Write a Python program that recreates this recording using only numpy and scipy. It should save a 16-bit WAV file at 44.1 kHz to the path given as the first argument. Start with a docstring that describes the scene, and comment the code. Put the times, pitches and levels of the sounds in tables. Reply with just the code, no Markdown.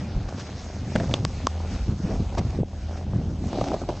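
"""Snowboard on packed snow

A board glides slowly: crystals hiss under the base, crumbs drum on the board. Wind buffets the
rider's microphone. A boot stamps onto its binding, which locks with three sharp, ringing clicks.
Later the board crunches and knocks over rough crust. Underneath, a low hum, probably a chairlift drive."""
import sys
import numpy as np
from scipy import signal
from scipy.fft import rfft, irfft
from scipy.io import wavfile
from scipy.ndimage import uniform_filter1d

SR = 44100
rng = np.random.default_rng(int(sys.argv[2]) if len(sys.argv) > 2 else 0)


def generate_wav(sig):
    """Save sig (samples, or channels by samples) to the path in sys.argv[1] as 16-bit PCM at SR."""
    pcm = np.round(np.clip(np.atleast_2d(sig).T, -1, 1) * 32767).astype(np.int16)
    wavfile.write(sys.argv[1], SR, pcm)


N = 176400
T = np.arange(N) / SR

# hum partials (frequency [Hz], level [dB], pitch wander [fraction])
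HUM_LINES = [(81.06, -34, 0.026), (195.8, -45.5, 0.017)]
# hum envelope (time [s], gain [dB])
HUM_GAIN = [(0, 2.5), (.5, -3.5), (.7, -4.5), (1.3, -3.5), (1.6, 4), (2.6, 0), (3, 0.5), (3.45, 4),
            (3.65, -12), (4, -8)]

# airflow and deep rumble envelopes (time [s], gain [dB])
GUST_GAIN = [(0, -30.5), (.12, -39), (.22, -34.5), (.33, -39), (.78, -41.5), (.83, -29), (.92, -34.5),
             (.98, -26.5), (1.12, -31.5), (1.22, -26.5), (1.31, -37), (1.45, -35.5), (1.56, -56),
             (1.68, -42), (1.76, -33.5), (1.84, -41), (1.92, -37), (1.98, -39), (2.07, -28), (2.2, -28),
             (2.3, -36.5), (2.43, -39.5), (2.52, -37), (2.61, -26.5), (2.645, -42), (2.82, -43), (2.9, -41),
             (3.11, -36.5), (3.19, -29), (3.33, -36), (3.47, -31.5), (3.65, -37.5), (4, -34)]
RUMBLE_GAIN = [(0, -55), (.25, -33), (.36, -54), (.55, -49), (.62, -43), (.95, -43), (1.1, -34),
               (1.26, -33), (1.45, -40), (1.57, -44.5), (1.75, -31), (1.92, -35), (2.02, -41),
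               (2.14, -31.5), (2.4, -30.5), (2.62, -29.5), (2.68, -48), (2.83, -29.5), (2.92, -46.5),
               (3.1, -35), (3.55, -37.5), (4, -38.5)]
# their spectra (frequency [Hz], gain [dB])
WIND_COLOUR = [(30, -13.5), (60, -19.5), (100, 6.5), (160, 1), (250, -3.5), (400, -16.5), (700, -32.5),
               (1500, -51), (4000, -76.5)]
RUMBLE_COLOUR = [(12, -25), (25, -17), (40, 3.5), (60, 5.5), (90, -3.5), (200, -24), (600, -56.5)]
# eddies (time [s], half width [s], level [dB], low edge [Hz], high edge [Hz])
EDDIES = [(0.168, 0.02, -18, 50, 95.5), (1.728, 0.028, -27, 70, 231), (1.89, 0.033, -26, 69.4, 260),
          (1.925, 0.033, -24.5, 50, 193), (2.05, 0.022, -19, 95, 188), (2.111, 0.088, -30, 150, 475),
          (2.211, 0.023, -25.5, 85, 264), (2.402, 0.023, -19, 55.6, 143), (2.464, 0.023, -20.5, 55, 123),
          (2.571, .016, -28, 90, 260), (2.61, 0.021, -18.5, 111, 176), (2.605, 0.01, -27.5, 242, 470),
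          (3.162, 0.01, -16.5, 72, 178), (3.245, 0.054, -36, 103, 243)]
# air slaps (time [s], half width [s], peak [dB])
SLAPS = [(1.895, 0.0021, -15.5), (2.004, 0.001, -18), (2.046, 0.0016, -15), (2.205, 0.00095, -19.5),
         (2.5899, 0.00061, -13.5), (2.633, 0.00047, -15.5)]

# base sliding on snow (time [s], hiss gain [dB], board gain [dB])
SLIDE_GAIN = [(0, -51.5, -41), (.2, -53.5, -40), (.41, -49.5, -42), (.52, -49.5, -42.5), (.8, -49.5, -43.5),
              (.93, -46, -41.5), (1.16, -46, -36), (1.23, -51.5, -45.5), (1.42, -47.5, -42),
              (1.6, -50.5, -40.5), (1.74, -46, -41.5), (1.95, -52, -48), (2.11, -48.5, -40),
              (2.3, -52, -41), (2.55, -51.5, -41.5), (2.64, -62, -65), (2.70, -58.5, -51), (2.74, -55, -45),
              (2.85, -54, -48.5), (2.96, -52, -39), (3.06, -56.5, -45.5), (3.15, -54.5, -43),
              (3.38, -54.5, -44), (3.5, -48.5, -47), (3.59, -44.5, -44), (3.73, -47, -42),
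              (3.79, -48.5, -36.5), (3.9, -51.5, -40.5), (4, -47.5, -46.5)]
# midrange rasp of the hiss (time [s], boost [dB])
RASP_GAIN = [(0, 10), (.42, 2.5), (.8, 1), (1.1, -1), (1.7, 1.5), (2.2, 1.5), (2.55, 4), (2.7, 2.5),
             (3.2, 3), (3.6, -3.5), (4, -6)]
# snow hiss, rasp, scuff and stereo side spectra (frequency [Hz], gain [dB])
HISS_COLOUR = [(300, 4.5), (700, 5.5), (1100, 7), (1500, 6.5), (2100, 4), (2800, 3.5), (3600, 2), (4500, 2),
               (6500, 2), (7600, -6), (8500, -12), (9500, -16)]
RASP_COLOUR = [(900, -23.5), (1400, -2), (2300, -8.5), (3200, -20.5)]
SCUFF_COLOUR = [(500, -20), (1100, 7.5), (2000, 1.5), (3200, -0.5), (6000, -1), (8000, -14.5),
                (9500, -40.5)]
SIDE_COLOUR = [(100, -77), (1200, -46), (2500, -61.5), (3100, -8.5), (4800, -3.5), (6100, -7.5),
               (6900, -39.5), (9000, -25.5)]
# board resonances (frequency [Hz], width [Hz], gain [dB])
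BOARD_MODES = [(178, 14, -0.5), (258, 50, 1), (376, 110, -2), (563, 280, -2.5), (734, 80, -11.5),
               (1150, 250, -15.5)]

# crust crunch envelope (time [s], level [dB])
CRUST_LEVEL = [(0, -52), (1.95, -56.5), (2.1, -45), (2.25, -50.5), (2.4, -51), (3.08, -47.5), (3.14, -44),
               (3.3, -51), (3.48, -43.5), (3.55, -27.5), (3.64, -34), (3.68, -29), (3.73, -29.5),
               (3.77, -44), (3.86, -51), (3.9, -29.5), (4, -50.5)]
# spectra of hard lumps and brittle ice (frequency [Hz], gain [dB])
CRUST_COLOUR = [(110, -26), (190, 2.5), (270, 8.5), (350, 6), (450, -10.5), (580, 3.5), (780, 2.5),
                (950, -10), (1300, -25), (2000, -32.5), (5000, -42.5)]
CRACKLE_COLOUR = [(400, -3), (800, 2), (1400, 1), (1900, -4), (2700, 0.5), (3600, -6.5), (6000, -5.5),
                  (8500, -18.5)]
# edge bites (time [s], half width [s], level [dB])
SCRAPES = [(0.291, 0.0067, -40), (0.402, 0.031, -40), (0.473, 0.0069, -46), (1.158, 0.013, -45),
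           (2.387, 0.01, -34.5), (2.504, 0.0075, -46.5), (2.975, 0.0074, -47.5)]
# lumps hitting the board (time [s], peak [dB], decay [s], relative scuff gain [dB])
KNOCKS = [(1.606, -30, 0.0029, -25), (2.325, -26.5, 0.0036, -13), (2.351, -24, 0.0028, -12),
          (2.373, -17, 0.013, -23), (2.929, -29, .002, -18), (3.134, -22.5, 0.0029, -31),
          (3.44, -26, 0.0021, -29), (3.48, -30, .002, -28), (3.53, -15.5, 0.0031, -14.5),
          (3.558, -20, 0.0021, -19), (3.586, -17, 0.0022, -17), (3.612, -13, 0.0028, -15),
          (3.64, -21, .005, -9), (3.717, -16, 0.0013, -21), (3.734, -18, 0.0012, -13),
          (3.7409, -12.5, 0.0048, -17.5), (3.766, -30, 0.0033, -26), (3.816, -21, 0.0062, -23),
          (3.8886, -15, 0.01, -17), (3.973, -29, 0.0028, -22)]

# boot impacts (time [s], thud peak [dB], decay [s], snow crush [dB])
STOMPS = [(0.9545, -8.5, 0.0044, -28.5), (0.9591, -9, 0.0068, -24), (1.0, -16.5, .004, -31),
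          (1.005, -13.5, .007, -49), (1.033, -18, .006, -39), (1.111, -15.5, 0.0018, -31.5)]
# resonances of sole on plate and of trapped snow (frequency [Hz], width [Hz], gain [dB])
SOLE_MODES = [(172, 68, 5), (245, 60, 3), (516, 200, 1.5)]
SNOW_MODES = [(1000, 330, -11), (1680, 360, 13), (2150, 440, 0), (2900, 510, -5), (4200, 1300, -30)]

# latch clicks and rebound (time [s], base plate [dB], heel cup [dB], lever [dB], catch [dB])
CLICKS = [(1.1392, -18, -20, -5.5, -14.5), (1.1427, -26, -41, -18.5, -27), (1.2502, -22, -16.5, -21, -13),
          (1.4695, -18, -5, -26, -13.5)]
# ringing binding parts (frequency [Hz], t60 [s], gain [dB])
PLATE_MODES = [(257, 0.01, 6.5), (630, 0.0057, 13.5)]
HEEL_CUP_MODES = [(940, 0.011, -2.1), (1106, 0.016, -1.2)]
LEVER_MODES = [(2765, 0.0055, -3.5), (3260, 0.0053, 4), (3570, 0.0062, 0.5), (6180, 0.011, -13)]
CATCH_MODES = [(1500, 0.0036, -4), (2040, 0.0082, -11.5), (3220, 0.0038, 5), (4770, 0.0032, 4.5),
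               (6120, 0.0029, 3.5), (7450, 0.0023, -0.5)]
# latch rattle spectrum (frequency [Hz], gain [dB])
RATTLE_COLOUR = [(500, -13), (1400, 0), (3200, -15), (4700, -6), (6300, -5), (7800, -16), (9000, -15)]

# microphone roll-off (frequency [Hz], gain [dB])
MIC_COLOUR = [(8000, -1), (8600, -7.5), (9200, -19.5), (10000, -30)]


def undb(db):
    """Decibels to gain."""
    return 10 ** (np.asarray(db) / 20)


def unit(x):
    """Scale to rms 1."""
    return x / np.sqrt(np.mean(x ** 2))


def noise():
    """White noise."""
    return rng.standard_normal(N)


def curve(rows, column=1):
    """Gain over time from one dB column."""
    rows = np.array(rows)
    return undb(np.interp(T, rows[:, 0], rows[:, column]))


def colour(x, points):
    """Filter by (Hz, dB) points."""
    hz, db = np.array(points).T
    bin_hz = np.arange(N // 2 + 1) * SR / N
    return irfft(rfft(x) * undb(np.interp(np.log(bin_hz + 1), np.log(hz), db)), N)


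def butter(x, order, edge_hz, kind="low"):
    """Butterworth filter."""
    return signal.sosfilt(signal.butter(order, edge_hz, kind, fs=SR, output="sos"), x)


def resonate(x, modes):
    """Parallel damped resonances."""
    return sum(undb(db) * signal.lfilter(*signal.iirpeak(hz, hz / width_hz, fs=SR), x)
               for hz, width_hz, db in modes)


def walk(rate_hz):
    """Smooth random motion, rms 1."""
    hold = int(SR / rate_hz)
    steps = np.repeat(noise()[:N // hold + 1], hold)
    return unit(uniform_filter1d(uniform_filter1d(steps, hold), hold)[:N])


def grains(per_s, spread_db):
    """Random impulses, most small, a few large."""
    impulses = (rng.random(N) < per_s / SR) * np.sign(noise())
    return impulses * undb(spread_db * np.minimum(rng.exponential(size=N), 4))


def fade(at_s, decay_s):
    """Sudden start, exponential decay."""
    return (T >= at_s) * np.exp(-np.maximum(T - at_s, 0) / decay_s)


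def wide(mid, side):
    """Stereo pair, differing in the treble."""
    return mid + colour(side, SIDE_COLOUR) * np.array([[1], [-1]])


def patchy(x, bands=12, low_hz=500, span_ratio=18, depth_db=2.5):
    """Log-spaced bands flicker independently."""
    bin_hz = np.arange(N // 2 + 1) * SR / N
    position = np.clip(np.log(bin_hz / low_hz + 1e-9) / np.log(span_ratio), 0, 1) * (bands - 1)
    spectrum = rfft(x)
    slices = (irfft(spectrum * np.maximum(1 - abs(position - k), 0), N) for k in range(bands))
    return sum(part * undb(depth_db * walk(rate_hz=28)) for part in slices)


def hum(waver_db=2):
    """Low machine hum, wavering in pitch and level."""
    out = np.zeros(N)
    for hz, db, wander in HUM_LINES:
        pitch_hz = hz * (1 + wander * walk(rate_hz=18))
        tone = np.sin(2 * np.pi * np.cumsum(pitch_hz) / SR)
        out += undb(db) * unit(tone * undb(waver_db * walk(rate_hz=7.7)))
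    return out * curve(HUM_GAIN)


def wind(gust_db=3, rumble_db=2.5, flutter_db=3.5):
    """Fluttering turbulence, deep rumble and single eddies thumping the microphone."""
    turbulence = colour(noise(), WIND_COLOUR) * undb(flutter_db * walk(rate_hz=39))
    out = unit(turbulence) * curve(GUST_GAIN) * undb(gust_db)
    out += unit(colour(noise(), RUMBLE_COLOUR)) * curve(RUMBLE_GAIN) * undb(rumble_db)
    for at_s, width_s, db, low_hz, high_hz in EDDIES:
        swell = np.exp(-2 * ((T - at_s) / width_s) ** 2)
        eddy = swell * butter(noise(), 2, [low_hz, high_hz], "band")
        out += undb(db) * unit(eddy) * np.sqrt(np.mean(swell ** 2))
    return out


def air_slaps():
    """Each slap: one quick push and pull of air on the microphone."""
    out = np.zeros(N)
    for at_s, width_s, db in SLAPS:
        lead = (at_s - T) / width_s
        out += undb(db) * lead * np.exp((1 - lead ** 2) / 2)
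    return out


def board(force, top_hz=968):
    """Damped ring of the board."""
    return butter(resonate(force, BOARD_MODES), 4, top_hz)


def snow_hiss(noise_db=1, grain_db=-3.5):
    """Crystals hiss, crackle and rasp under the base."""
    crystals = undb(noise_db) * noise() + undb(grain_db) * unit(grains(per_s=1500, spread_db=4.5))
    hiss = unit(patchy(colour(crystals, HISS_COLOUR))) * np.std(crystals)
    return hiss + (curve(RASP_GAIN) - 1) * colour(hiss, RASP_COLOUR)


def glide(drone_db=-5, crumb_db=-2):
    """The sliding base hisses; the board drones and crumbs of crust drum on it."""
    drone = undb(drone_db) * unit(board(noise()))
    crumbs = undb(crumb_db) * unit(board(grains(per_s=220, spread_db=4.5)))
    contact = curve(SLIDE_GAIN)
    hiss = wide(snow_hiss() * contact, snow_hiss() * contact)
    return hiss + (drone + crumbs) * curve(SLIDE_GAIN, column=2)


def crust(crackle_db=-15.5):
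    """Hard lumps crunch, brittle ice crackles, the edge briefly bites the snow."""
    crunch = unit(colour(grains(per_s=1100, spread_db=3.2), CRUST_COLOUR))
    crackle = undb(crackle_db) * unit(colour(grains(per_s=330, spread_db=4), CRACKLE_COLOUR))
    bite = sum(undb(db) * np.exp(-((T - at_s) / width_s) ** 2) for at_s, width_s, db in SCRAPES)
    scrape = unit(colour(grains(per_s=1500, spread_db=1.2), SCUFF_COLOUR))
    return (crunch + crackle) * curve(CRUST_LEVEL) + bite * scrape


def knocks(scuff_trim_db=-5.5):
    """Each lump gives a short gritty push that rings the board and scuffs the snow."""
    body, scuff_gain = np.zeros(N), np.zeros(N)
    for at_s, db, decay_s, scuff_db in KNOCKS:
        push = fade(at_s, decay_s)
        ring = board(push * noise())
        body += undb(db) * ring / np.abs(ring).max()
        scuff_gain += undb(db + scuff_db + scuff_trim_db) * push
    mid, side = (scuff_gain * unit(colour(noise(), SCUFF_COLOUR)) for _ in range(2))
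    return body + wide(mid, side)


def stomps(grit=2.36, top_hz=755, crush_s=0.0044):
    """The sole thuds onto its plate and crushes the snow trapped there."""
    thud, crush = np.zeros(N), np.zeros(N)
    for at_s, db, decay_s, crush_db in STOMPS:
        push = fade(at_s, decay_s) * (1 + grit * noise())
        ring = butter(resonate(push, SOLE_MODES), 2, top_hz)
        thud += undb(db) * ring / np.abs(ring).max()
        crush += undb(crush_db) * fade(at_s, crush_s)
    return thud + crush * unit(resonate(noise(), SNOW_MODES))


def latch(contact_s=0.00036, rattle_db=-11.5, rattle_s=0.0021):
    """Binding parts snap home and ring, adjacent modes in opposite sign; the catch rattles faintly."""
    parts = (PLATE_MODES, HEEL_CUP_MODES, LEVER_MODES, CATCH_MODES)
    rings, rattle = np.zeros(N), np.zeros(N)
    for at_s, *parts_db in CLICKS:
        age_s = np.maximum(T - at_s, 0)
        attack = 1 - np.exp(-age_s / contact_s)
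        for modes, part_db in zip(parts, parts_db):
            for k, (hz, t60_s, db) in enumerate(modes):
                envelope = attack * undb(db + part_db - 60 * age_s / t60_s)
                rings += (-1) ** k * envelope * np.sin(2 * np.pi * hz * age_s)
        rattle += undb(parts_db[-1] + rattle_db) * fade(at_s, rattle_s)
    return rings + rattle * unit(colour(noise(), RATTLE_COLOUR))


def scene():
    """Stereo sum of wind, hum, board, boot and binding."""
    return wind() + air_slaps() + hum() + glide() + crust() + knocks() + stomps() + latch()


def record(dry):
    """Microphone roll-off, then a steep treble cut."""
    top_hz = 9500
    return signal.sosfilt(signal.ellip(8, .2, 70, top_hz, fs=SR, output="sos"), colour(dry, MIC_COLOUR))


dry = scene()
out = record(dry)
generate_wav(out)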